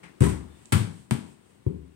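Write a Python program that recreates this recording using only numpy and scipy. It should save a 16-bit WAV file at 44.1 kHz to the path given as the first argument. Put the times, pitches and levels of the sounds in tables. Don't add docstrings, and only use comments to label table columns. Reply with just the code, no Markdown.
import sys
import numpy as np
from scipy import signal
from scipy.fft import rfft, irfft
from scipy.io import wavfile

SR = 44100
rng = np.random.default_rng(int(sys.argv[2]) if len(sys.argv) > 2 else 0)


def digitize_waveform(pressure):
    field = np.atleast_2d(pressure).T
    bounded = np.clip(field, -1, 1)
    quanta = np.round(bounded * 32767).astype(np.int16)
    wavfile.write(sys.argv[1], SR, quanta)


N = 85995

# (f/Hz, t60/s)
HALL_DECAY = [(60, 0.54), (150, 0.55), (350, 0.51), (800, 0.51), (2500, 0.38), (5000, .45), (8500, 0.38),
              (15000, 0.27)]
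# (f/Hz, coherence)
COHERENCE = [(100, 0.97), (250, 0.93), (500, 0.75), (1000, 0.53), (3000, 0.067), (16000, 0.095)]
# (f/Hz, level/dB)
ROOM_TONE_EQ = [(25, 7.5), (70, 2), (220, 4), (400, 2), (620, -8), (1050, -9), (1400, -11), (2200, -13),
                (5000, -19.5), (8500, -23.5), (12000, -26.5), (16000, -22)]
# (t/s, level/dB)
ROOM_TONE_FADER = [(0, -52), (.55, -51), (1.0, -55.5), (1.5, -54.5), (1.95, -56)]

# (t/s, rise/s, fall/s, level/dB)
CLOTH_BRUSHES = [(0.027, 0.0094, 0.046, -40.5), (0.177, 0.082, 0.002, -78)]
# (f/Hz, level/dB)
BRUSH_EQ = [(40, -43), (160, 7.5), (400, -7.5), (650, -11), (1100, -6.5), (2200, -3.5), (3500, -14.5),
            (6000, -20), (9000, -26.5), (16000, -40)]
# (peak t/s, half-width/s, level/dB)
SLEEVE_SWELLS = [(0.654, 0.14, -60.5), (0.976, 0.092, -57), (1.292, 0.067, -59), (1.505, 0.097, -66.5)]
# (f/Hz, level/dB)
RUSTLE_EQ = [(200, -8), (1200, -5), (2700, 1.5), (5000, -4), (7500, 0.5), (10000, -4), (16000, -12.5)]

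# (t/s, level/dB, reverb send/dB)
RATTLE_HITS = [(0.206, -10, 10), (0.2190, -11, 13), (0.229, -11, 8), (0.2374, -4.5, 6.5),
               (0.247, -12.5, 11.5), (0.262, -16.5, 12), (0.2900, -18.5, 15.5)]
# (f/Hz, level/dB)
RATTLE_EQ = [(200, 20.5), (700, 4), (1050, 8.5), (1500, 4.5), (2100, 4.5), (3200, -2), (4500, -5),
             (8300, -2.5), (12000, -7), (16000, -13)]
# (f/Hz, level/dB, t60/s)
RIM_MODES = [(1000, -25.5, 0.17), (1915, -50, 0.22), (1960, -37, 0.2)]

# (t/s, level/dB, reverb send/dB, relative ring level/dB)
THUD_HITS = [(0.2071, 4, 1, 2), (1.6642, 0, -6, -5.5)]
# (f/Hz, level/dB)
THUD_EQ = [(30, 4), (50, 24), (75, 29), (130, 30.5), (200, 27), (380, 29), (450, 19), (520, 15),
           (680, -5.5), (1050, 0), (1500, -17.5), (2500, -13), (6000, -31), (16000, -24)]
# (f/Hz, level/dB, t60/s)
PUNCH_MODES = [(128.5, -6, 0.058)]
# (f/Hz, level/dB, t60/s)
FLOOR_MODES = [(73.55, -21.5, 0.52), (161.1, -21, 0.41), (185.05, -25.5, 0.49), (264, -25, 0.49),
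               (400.5, -24.5, 0.363), (490, -29, 0.19)]

# (f/Hz, level/dB)
DOOR_EQ = [(30, -8), (60, 24), (110, 42), (170, 35.5), (300, 30.5), (420, 25), (560, 14), (900, -8),
           (3000, -1)]
# (f/Hz, level/dB, t60/s)
DOOR_MODES = [(101.5, -11, 0.37), (114, -9.5, 0.28), (169, -18.5, 0.47), (204, -23.5, 0.5)]
# (f/Hz, level/dB, t60/s)
BACKBOARD_MODES = [(882, -59, 0.26), (1115, -26, 0.1), (1197, -29, 0.15), (1340, -21, 0.16),
                   (1794, -32, 0.073), (2630, -44, 0.12), (3040, -37, 0.081)]

# (f/Hz, level/dB)
RELEASE_EQ = [(200, -15), (1200, -17), (2500, -3), (5000, -1), (8000, 7), (10000, -18), (16000, -24)]
# (t/s, level/dB, reverb send/dB)
SMACK_HITS = [(0.7222, -0.5, 7), (0.7257, 1, 4), (0.7280, -1.5, 5), (1.1097, -1, 1)]
# (f/Hz, level/dB)
SMACK_EQ = [(60, 5), (300, 8), (620, 3), (900, 7.5), (1100, 6.5), (1550, 8.5), (1900, 4.5), (2250, 9),
            (2800, 3.5), (3180, 6), (3850, 0.5), (4400, 1), (5800, -2.5), (8000, -2), (12000, -3.5),
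            (16000, -11.5)]
# (f/Hz, level/dB)
BODY_EQ = [(30, -33), (70, 23.5), (125, 29.5), (230, 34), (400, 23.5), (560, 13), (900, 15), (3000, -23.5)]
# (f/Hz, level/dB, t60/s)
BODY_MODES = [(129.4, -8, 0.13), (227.3, -18.5, 0.27)]
# (f/Hz, level/dB, t60/s)
OVERTONES = [(2560, -58.5, 1), (2800, -59, 0.64)]

# (f/Hz, level/dB)
LEFT_PORT_EQ = [(50, 0), (3200, -2), (4200, -3.5), (6000, -8), (8500, -4), (10000, -19.5), (12000, -35),
                (16000, -30)]
# (f/Hz, level/dB)
RIGHT_PORT_EQ = [(50, -8.5), (1000, -13), (3300, -10.5), (5000, -8.5), (7200, -3.5), (8450, 7.5),
                 (9300, 1.5), (11000, -5), (16000, -6.5)]

TIME, FREQS = np.arange(N) / SR, np.fft.rfftfreq(N, 1 / SR)


def amp(db):
    return 10 ** (np.asarray(db) / 20)


def curve_at(points, hz):
    f, value = np.transpose(points)
    return np.interp(np.log(hz + 1), np.log(f + 1), value)


def add(mix, s, sound):
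    part = mix[:, max(round(s * SR), 0):][:, :sound.shape[-1]]
    part += sound[..., :part.shape[1]]


def equalise(x, eq, size=8192):
    log_gain = np.log(amp(curve_at(eq, abs(np.fft.fftfreq(size, 1 / SR)))))
    response = np.exp(np.conj(signal.hilbert(log_gain)))
    taps = np.fft.ifft(response).real[:size // 2]
    return signal.fftconvolve(np.atleast_2d(x), taps[None], axes=1)[:, :x.shape[-1]]


def diffuse(a, b):
    same = np.clip(curve_at(COHERENCE, np.fft.rfftfreq(len(a), 1 / SR)), 0, 1)
    right = irfft(same * rfft(a) + np.sqrt(1 - same ** 2) * rfft(b), len(a))
    return np.array([a, right])


def noise(eq):
    white = diffuse(*rng.standard_normal((2, N)))
    shaped = irfft(rfft(white) * amp(curve_at(eq, FREQS)), N)
    return shaped / shaped.std()


def hall_reverb(size=512, fade_in_s=0.00067, early_db=2.5, early_s=0.011):
    echoes = rng.standard_normal((2, SR)) * (rng.random((2, SR)) < .2)
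    for _ in range(2):
        bands = signal.stft(echoes, nperseg=2 * size)[2]
        echoes = signal.istft(bands / (abs(bands) + 1e-12) ** .5, nperseg=2 * size)[1][:, :SR]
    hz, frame_s, bands = signal.stft(diffuse(*echoes), SR, nperseg=size)
    decay = amp(-60 * frame_s / curve_at(HALL_DECAY, hz)[:, None])
    tail = signal.istft(bands * decay, SR, nperseg=size)[1][:, :SR]
    t = TIME[:SR]
    tail = tail * np.minimum(t / fade_in_s, 1) * amp(early_db * np.exp(-t / early_s))
    return tail / np.linalg.norm(tail[0])


def hit(eq, db, send_db, soft_hz=None):
    pulse = signal.unit_impulse(SR)
    if soft_hz:
        pulse = signal.lfilter(*signal.butter(1, soft_hz, fs=SR), pulse)
    return -amp(db) * equalise(pulse + amp(send_db) * hall_reverb(), eq)


def ring(modes, rise_s=0.0042):
    t = TIME[:SR]
    partials = sum(amp(db - 60 * t / t60) * np.sin(2 * np.pi * hz * t) for hz, db, t60 in modes)
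    return -np.minimum(t / rise_s, 1) * partials


def room_tone():
    return amp(np.interp(TIME, *np.transpose(ROOM_TONE_FADER))) * noise(ROOM_TONE_EQ)


def cloth_brushes():
    envelope = np.zeros(N)
    for s, rise, fall, db in CLOTH_BRUSHES:
        attack = np.clip((TIME - s) / rise, 0, 1)
        decay = np.exp(-np.maximum(TIME - s - rise, 0) / fall)
        envelope += amp(db) * attack * decay
    return envelope * noise(BRUSH_EQ)


def sleeve_rustle():
    envelope = sum(amp(db) * np.exp(-((TIME - s) / half) ** 2) for s, half, db in SLEEVE_SWELLS)
    return envelope * noise(RUSTLE_EQ)


def squeak(peak_s=0.543, half_width_s=.05, hz=3570, half_width_hz=150, db=-64):
    band = np.exp(-((FREQS - hz) / half_width_hz) ** 2)
    whistle = irfft(rfft(rng.standard_normal((2, N))) * band, N)
    envelope = amp(db) * np.exp(-((TIME - peak_s) / half_width_s) ** 2)
    return envelope * whistle / whistle.std()


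def rattle(rim_s=.262):
    out = np.zeros((2, N))
    for s, db, send_db in RATTLE_HITS:
        add(out, s, hit(RATTLE_EQ, db, send_db))
    add(out, rim_s, ring(RIM_MODES))
    return out


def floor_thuds(punch_lag_s=0.00065, ring_lag_s=0.00387):
    out = np.zeros((2, N))
    for s, db, send_db, ring_db in THUD_HITS:
        add(out, s, hit(THUD_EQ, db, send_db, soft_hz=440))
        add(out, s + punch_lag_s, amp(db) * ring(PUNCH_MODES, rise_s=0.00616))
        add(out, s + ring_lag_s, amp(db + ring_db) * ring(FLOOR_MODES))
    return out


def door_boom(knock_s=.7225, boom_lag_s=0.01607):
    out = np.zeros((2, N))
    add(out, knock_s, hit(DOOR_EQ, db=-8, send_db=7) + ring(BACKBOARD_MODES))
    add(out, knock_s + boom_lag_s, ring(DOOR_MODES, rise_s=.02))
    return out


def ball(release_s=.6565, body_s=1.11):
    out = np.zeros((2, N))
    add(out, release_s, hit(RELEASE_EQ, db=-20, send_db=-5))
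    for s, db, send_db in SMACK_HITS:
        add(out, s, hit(SMACK_EQ, db, send_db))
    add(out, body_s, hit(BODY_EQ, db=-2.5, send_db=-3.5) + ring(BODY_MODES + OVERTONES))
    return out


def scene():
    play = floor_thuds() + ball() + door_boom() + rattle()
    bed = cloth_brushes() + room_tone() + sleeve_rustle() + squeak()
    return play + bed


def record(dry, left_lag_s=.001, low_cut_hz=61, high_cut_hz=16200):
    ports = np.zeros((2, N))
    add(ports[:1], left_lag_s, equalise(dry[0], LEFT_PORT_EQ))
    add(ports[1:], 0, equalise(dry[1], RIGHT_PORT_EQ))
    low_cut = signal.butter(4, low_cut_hz, "high", fs=SR, output="sos")
    high_cut = signal.firwin(255, high_cut_hz, window=("kaiser", 9), fs=SR)
    return signal.oaconvolve(signal.sosfilt(low_cut, ports), high_cut[None], "same")


dry = scene()
out = record(dry)
digitize_waveform(out)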